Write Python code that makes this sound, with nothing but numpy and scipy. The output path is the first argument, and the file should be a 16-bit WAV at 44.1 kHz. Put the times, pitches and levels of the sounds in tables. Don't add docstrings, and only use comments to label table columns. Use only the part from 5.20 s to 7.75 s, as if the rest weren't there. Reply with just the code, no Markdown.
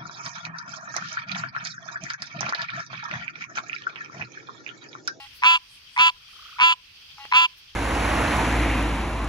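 import sys
import numpy as np
from scipy import signal
from scipy.fft import rfft, irfft, next_fast_len
from scipy.io import wavfile
from scipy.ndimage import uniform_filter1d

SR = 44100
rng = np.random.default_rng(int(sys.argv[2]) if len(sys.argv) > 2 else 0)


def log_audio(samples):
    frames = np.atleast_2d(samples).T
    limited = np.clip(frames, -1, 1)
    pcm = np.round(limited * 32767).astype(np.int16)
    wavfile.write(sys.argv[1], SR, pcm)


def gain_from_db(level_db):
    decades = np.asarray(level_db, float) / 20
    return 10 ** decades


N = 112454

FILL_S, SAG_PER_S = 0.028, 0.061
FADE_DB_PER_S, TAIL_DB_PER_S, THROAT_TAIL_DB_PER_S = -38.5, -350, -500

# t/s, delay/sac cycles, level/dB
STUMBLES = [
    (.3135, 1, 1.5),
    (.797, 1, 0),
    (.816, 1, 0),
    (.8665, 0, 4),
    (1.432, 1, 0),
    (1.4865, 0, -5),
    (2.209, 2, -3),
]


def pulse_times(opening, run, sac_hz):
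    air_out, last_pulse = run[1:]
    flutter_ms = 5.5
    gaps_ms = (-flutter_ms, flutter_ms, *opening[1:])
    s = list(opening[0] + np.cumsum(gaps_ms) / 1000)
    db = [-19.5, -12, -2.5, -1.5, -.7, 0]
    while s[-1] < last_pulse:
        if len(s) < 6 + run[0]:
            cycles = 4
        elif s[-1] < air_out:
            cycles = 3
        else:
            cycles = 4.3
        period = (1 + SAG_PER_S * (s[-1] - s[0])) / sac_hz
        trips = [row for row in STUMBLES if s[-1] < row[0] <= s[-1] + 3 * period]
        _, late_cycles, pulse_db = trips[0] if trips else (0, 0.0012, 0.014)
        s.append(s[-1] + (cycles + late_cycles) * period)
        db.append(pulse_db)
    s = np.array(s)
    return s, db + FADE_DB_PER_S * (s - s[0]) + TAIL_DB_PER_S * np.maximum(s - air_out, 0)


def frog(openings, runs, levels_db, sacs_hz, throat, cut_hz):
    jitter_s, shimmer_db, ragged_db, wobble = 7e-6, .6, 5, 0.029
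    climb_per_s = 0.22
    wheeze_hz, wheeze_db, wheeze_fall_hz_per_s, wheeze_after_s = 15050, -28.5, 22000, .075
    lead, span = SR // 10, np.arange(SR // 25)
    out = np.zeros(N + SR)
    for opening, run, level_db, sac_hz in zip(openings, runs, levels_db, sacs_hz):
        s, db = pulse_times(opening, run, sac_hz)
        chance = rng.standard_normal((80, 20))[:len(s)]
        age = s - s[0]
        full = 1 - np.exp(-(age / FILL_S) ** 1.63)
        breathless = np.clip((s - run[1] + 0.011) / 0.026, 0, 1)
        ragged = np.clip(1 - full + breathless, 0, 1)
        at = (s + jitter_s * chance[:, 0]) * SR + lead
        t = (span - (at % 1)[:, None] + 1) / SR
        rows = [*throat, (wheeze_hz, wheeze_hz, -90, wheeze_db, 6)]
        for k, (slack_hz, full_hz, slack_db, full_db, t60_ms) in enumerate(rows):
            hz = slack_hz + (full_hz - slack_hz) * full
            if k == 2:
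                hz = hz + full_hz * climb_per_s * age
            hz = hz * (1 + wobble * (ragged + (hz > 5200) * 0.3) * chance[:, -1 - k % 6])
            ring_db = level_db + db + slack_db + (full_db - slack_db) * full
            ring_db = ring_db + (shimmer_db + (k > 0) * ragged_db * ragged) * chance[:, k + 1]
            if k > 0:
                ring_db = ring_db + THROAT_TAIL_DB_PER_S * np.maximum(s - run[1] - .006, 0)
            gain = gain_from_db(ring_db)
            if k == len(throat):
                hz = hz - wheeze_fall_hz_per_s * (age - wheeze_after_s)
                gain = gain * np.clip((age - wheeze_after_s) / .02, 0, 1)
            turns, rise_s = hz[:, None] * t, 0.00013
            if k == 0:
                def swing(a):
                    steady = sac_hz * (a - SAG_PER_S * a ** 2 / 2)
                    return steady + (full_hz - slack_hz) * FILL_S * np.exp(-a / FILL_S)
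                turns = swing(age[:, None] + t) - swing(age[5])
                rise_s, gain = 0.00032, gain * gain_from_db(-21.5 * age)
            envelope = (1 - np.exp(-t / rise_s)) * gain_from_db(-60000 * t / t60_ms)
            rings = (-1) ** k * gain[:, None] * np.sin(2 * np.pi * turns) * envelope
            np.add.at(out, at.astype(int)[:, None] + span + 1, rings)
    high_pass = signal.butter(8, cut_hz, "high", fs=SR, output="sos")
    return signal.sosfilt(high_pass, out + 1e-18)[lead:lead + N]


def at_ports(x, ports):
    size = next_fast_len(N + 4096)
    f = np.arange(size // 2 + 1) * SR / size
    hz, db, lead = np.transpose([(0.00081, 0.0026, 0), *ports])
    tilt = gain_from_db(np.interp(f, hz, db) / 2)
    delay = np.exp(-1j * np.interp(f, hz, lead))
    spectrum = rfft(x, size)
    left, right = irfft(spectrum * tilt, size), irfft(spectrum / tilt * delay, size)
    return np.array([left, right])[:, :N]


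# t/s of first pulse, then four gaps/ms
OPENINGS = [
    (.2266, 9, 8.3, 5.15, 3.95),
    (.7686, 8.2, 8.9, 4.05, 4.8),
    (1.3905, 8.9, 8.2, 4.0, 4.0),
    (2.1208, 2.92, 11.5, 6.8, 5.0),
]
# count of four-cycle gaps, t/s air runs out, t/s of last pulse
RUNS = [(2, .356, .372), (3, .884, .898), (3, 1.521, 1.533), (4, 2.249, 2.259)]
HONK_DB = [-10.5, -10.5, -11, -10.5]
SAC_HZ = [1014, 1009.6, 1015, 1017]
# slack f/Hz, full f/Hz, slack level/dB, full level/dB, 60 dB decay/ms
THROAT = [(980.6, 1021.4, 9, -1, 27.1), (1796, 1179, 2.5, 5.5, 5.16), (2490, 2716, -1.5, 9, 14.6),
          (3380, 3431, -12, 3, 7.27), (4050, 4570, -19.5, -5.5, 9.3), (5300, 5850, -17.5, -19, 8.4),
          (6900, 7066, -45, -16.5, 12.7), (9200, 9100, -48, -25.5, 8.8), (10300, 10400, -50.5, -34, 7.1),
          (2060, 2403, -5.5, -3, 23.6), (12000, 11800, -67, -44.5, 3.6)]
# f/Hz, left over right level/dB, left lead/rad
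PORTS = [(1020, 0.5, 1.156), (1180, -0.9, 1.21), (1960, 6, 2.47), (2216, -3, 2.27), (2690, -2.5, 3.4),
         (3060, -1.5, 4.19), (3595, 1, 5.11), (4990, 1.5, 6.16), (6730, 2.5, 14.27)]


def near_frog():
    voice = frog(OPENINGS, RUNS, HONK_DB, SAC_HZ, THROAT, 920)
    return at_ports(voice, PORTS) + blips() + echoes(voice)


# t/s, level/dB
BLIPS = [(0.2508, -10), (0.2545, -8.5), (0.258, -7.5), (0.262, -1.5), (0.2732, -13), (.3165, -9.5),
         (2.2125, -13.5), (.797, 1), (.805, -3), (0.8091, -5.5), (0.819, 0.5), (1.4208, -9), (1.4248, -1),
         (1.4288, -4), (1.4356, -2.5), (2.1481, -9.5), (2.152, -6.5), (2.1556, -4.5), (2.1595, -8),
         (2.1636, -2.5)]


def blips():
    thump_db, thump_hz = -26.5, 430
    out, t = np.zeros((2, N)), np.arange(-200, 200) / SR
    for s, db in BLIPS:
        start = int(s * SR) - 200
        bump = np.exp(-(2 * np.pi * thump_hz * t) ** 2)
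        out[:, start:start + 400] += gain_from_db(thump_db + db - np.array([[0], [13]])) * bump
    return out


# delay t/s, level/dB
ECHOES = [
    (.021, -58.5),
    (.038, -47.5),
    (.077, -39.5),
]


def echoes(x):
    out, dull = np.zeros((2, N)), signal.lfilter([.3], [1, -.7], x)
    for k, (s, db) in enumerate(ECHOES):
        for side in range(2):
            lag = int((s + 0.00123 * side * (-1) ** k) * SR)
            out[side, lag:] += gain_from_db(db) * dull[:-lag]
    return out


# t/s of first pulse, then four gaps/ms
NEIGHBOUR_OPENINGS = [
    (-.033, 6, 6, 5, 4.9),
    (1.9765, 5.6, 7.3, 5, 4.5),
]
# count of four-cycle gaps, t/s air runs out, t/s of last pulse
NEIGHBOUR_RUNS = [(0, .05, .062), (0, 2.055, 2.066)]
NEIGHBOUR_DB = [-40.5, -38.5]
NEIGHBOUR_SAC_HZ = [829, 838]
# slack f/Hz, full f/Hz, slack level/dB, full level/dB, 60 dB decay/ms
NEIGHBOUR_THROAT = [(818, 825, 7, -1.5, 27.8), (1290, 1240, 6, -2.5, 8.9), (1820, 1830, -4, -10.5, 16),
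                    (2160, 2000, -4, -3.5, 27), (2520, 2800, -12, 3, 15.6), (4020, 4130, -17, -3.5, 12)]
# f/Hz, left over right level/dB, left lead/rad
NEIGHBOUR_PORTS = [(820, 1.8, 0.31), (2030, 2.9, 1.5), (2810, 4.9, 2.4), (4100, 1, 0.61)]


def neighbour():
    voice = frog(NEIGHBOUR_OPENINGS, NEIGHBOUR_RUNS, NEIGHBOUR_DB, NEIGHBOUR_SAC_HZ, NEIGHBOUR_THROAT, 790)
    return at_ports(voice, NEIGHBOUR_PORTS)


# t/s, peak level/dB, left over right level/dB
TRILL = [(0.964, -56.5, -12), (1.007, -56.5, -6), (1.0473, -55, 1.5), (1.0894, -52, -4), (1.131, -49, 0.0),
         (1.163, -47, 3), (1.1938, -43.5, -3), (1.2255, -43.5, -3), (1.259, -41.5, -4), (1.2933, -42.5, -3),
         (1.3277, -42, -4), (1.365, -38.5, -3)]


def trill():
    rise_hz_per_s, chirp_s = 23000, 0.0069
    out, t = np.zeros((2, N)), np.arange(-600, 600) / SR
    for s, db, pan_db in TRILL:
        for late, hz, change_db in [(.004, 1297, 0), (0.009 + 0.018, 1464, -6.5)]:
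            turn = 2 * np.pi * (hz * rng.normal(1, 0.031) * t + rise_hz_per_s * t ** 2 / 2)
            gain = gain_from_db(db + change_db + np.array([[.5], [-.5]]) * pan_db)
            i = int((s + late) * SR) - 600
            out[:, i:i + 1200] += gain * np.exp(-(t / chirp_s) ** 2) * np.sin(turn + [[0], [.6]])
    return out


def rms_one(x):
    return x / np.sqrt(np.mean(x ** 2) + 1e-20)


# t/s, length/s, f/Hz, width/octaves, level/dB
RUSTLES = [(0.166, 0.025, 12000, .6, -54.5), (.535, 0.048, 9250, 0.42, -56.5),
           (0.784, 0.056, 8700, 0.39, -55), (1.128, 0.06, 9500, 0.38, -65),
           (1.278, 0.052, 12600, .5, -73.5), (2.387, 0.018, 12400, 0.55, -57),
           (0.018, 0.052, 9100, .5, -63.5)]
# t/s, level/dB, left over right level/dB
SNAPS = [
    (2.0226, -45, 12),
    (2.0533, -29.5, -23.5),
]


def leaves():
    out, t = np.zeros((2, N)), np.arange(N) / SR
    for s, length, hz, octaves, db in RUSTLES:
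        band = [hz * 2 ** (-octaves / 2), min(hz * 2 ** (octaves / 2), 17000)]
        band_pass = signal.butter(2, band, "band", fs=SR, output="sos")
        hiss = rms_one(signal.sosfilt(band_pass, rng.standard_normal((2, N))))
        out += gain_from_db(db + np.array([[2.0], [-2.0]])) * hiss * np.exp(-((t - s) / length) ** 2)
    for s, db, pan_db in SNAPS:
        u = (t - s) / 0.00013
        click = u * np.exp(-u ** 2 / 2) + 0.28 * np.exp(-(u * 5) ** 2)
        out += gain_from_db(db + np.array([[.5], [-.5]]) * pan_db) * click
    return out


def drift(rate):
    r = np.exp(-80 * np.pi * rate / SR)
    slow = signal.lfilter([1], [1, -2 * r, r * r], rng.standard_normal(N // 40 + 2002))[2000:]
    return np.interp(np.arange(N) / 40, np.arange(len(slow)), rms_one(slow))


def resonance(x, hz, width_hz):
    r = np.exp(-np.pi * width_hz / SR)
    poles = [1, -2 * r * np.cos(2 * np.pi * hz / SR), r * r]
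    return signal.lfilter([(1 - r * r) / 2, 0, (r * r - 1) / 2], poles, x)


def ringing_noise(hz, width_hz):
    once = resonance(rng.standard_normal((2, N)), hz, width_hz)
    return rms_one(resonance(once, hz, width_hz))


# f/Hz, likeness (1 = same)
LIKENESS = [(60, 0.96), (240, 0.8), (950, 0.19), (3770, 0.0033), (15000, 0.087)]


def banded_noise(spectrum, patchy_db, count):
    hz, db = np.transpose(spectrum)
    like_hz, likeness = np.transpose(LIKENESS)
    edges = np.geomspace(hz[0], hz[-1], count)
    out, white = 0, rng.standard_normal((2, 2, N))
    for k, (low, high) in enumerate(zip(edges, edges[1:])):
        band_pass = signal.butter(2, [low, high], "band", fs=SR, output="sos")
        mid, side = signal.sosfilt(band_pass, white[k % 2])
        centre = np.log(low * high) / 2
        alike = np.clip(np.interp(centre, np.log(like_hz), likeness), -1, 1)
        gain = gain_from_db(np.interp(centre, np.log(hz), db) + patchy_db * drift(16))
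        out = out + gain * (np.sqrt(1 + alike) * mid + np.sqrt(1 - alike) * side * [[1], [-1]])
    return rms_one(out)


# f/Hz, level/dB per Hz
CHORUS = [(290, -53.5), (500, -25.5), (1220, -10), (1650, -9), (3200, -5.5), (5290, -5), (6950, -49),
          (10400, -23), (15600, -24)]
# f/Hz, width/Hz, level/dB
CHORUS_RINGS = [(2600, 660, -1.5), (3197, 470, 0.5), (4660, 580, -4.5)]
# t/s, level/dB
CHORUS_LEVEL = [(0, -52), (0.701, -51), (1.0, -52), (1.25, -47), (1.599, -53.5), (2.001, -49),
                (2.55, -51.5)]


def chorus():
    wide, rings = banded_noise(CHORUS, patchy_db=0.9, count=17), 0
    for hz, width, db in CHORUS_RINGS:
        flicker_db = 3.5 * np.array([drift(12.5), drift(14)])
        rings = rings + gain_from_db(db + flicker_db) * ringing_noise(hz, width)
    level_db = np.interp(np.arange(N) / SR, *np.transpose(CHORUS_LEVEL))
    return gain_from_db(level_db) * (wide + gain_from_db(-3.0) * rings)


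def cricket():
    return gain_from_db(-73.5 + np.array([[1.5], [-1.5]])) * ringing_noise(8515, 160)


# f/Hz, level/dB per Hz
RUMBLE = [(13, -45.5), (22, -2.5), (113, 1), (173, -16.5), (331, -10.5), (370, -15.5), (600, -35),
          (780, -52), (1320, -120)]


def rumble():
    return gain_from_db(-63.5) * banded_noise(RUMBLE, patchy_db=2.0, count=10)


def scene():
    return near_frog() + neighbour() + trill() + leaves() + chorus() + cricket() + rumble()


def top_cut(x):
    return signal.sosfilt(signal.butter(12, 15710, fs=SR, output="sos"), x)


def record(dry):
    duck_from_db, duck_share, release_db_per_s, attack_s = -17.5, 0.42, 9.5, 0.012
    ramp = release_db_per_s * np.arange(N) / SR
    level_db = 10 * np.log10(uniform_filter1d(np.mean(dry ** 2, axis=0), size=400) + 1e-12)
    held_db = np.maximum.accumulate(level_db + ramp) - ramp
    r = np.exp(-1 / (attack_s * SR))
    duck_db = signal.lfilter([1 - r], [1, -r], duck_share * np.maximum(held_db - duck_from_db, 0))
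    mix = np.clip(dry * gain_from_db(-duck_db), -.72, .72)
    return top_cut(mix)


dry = scene()
out = record(dry)
log_audio(out)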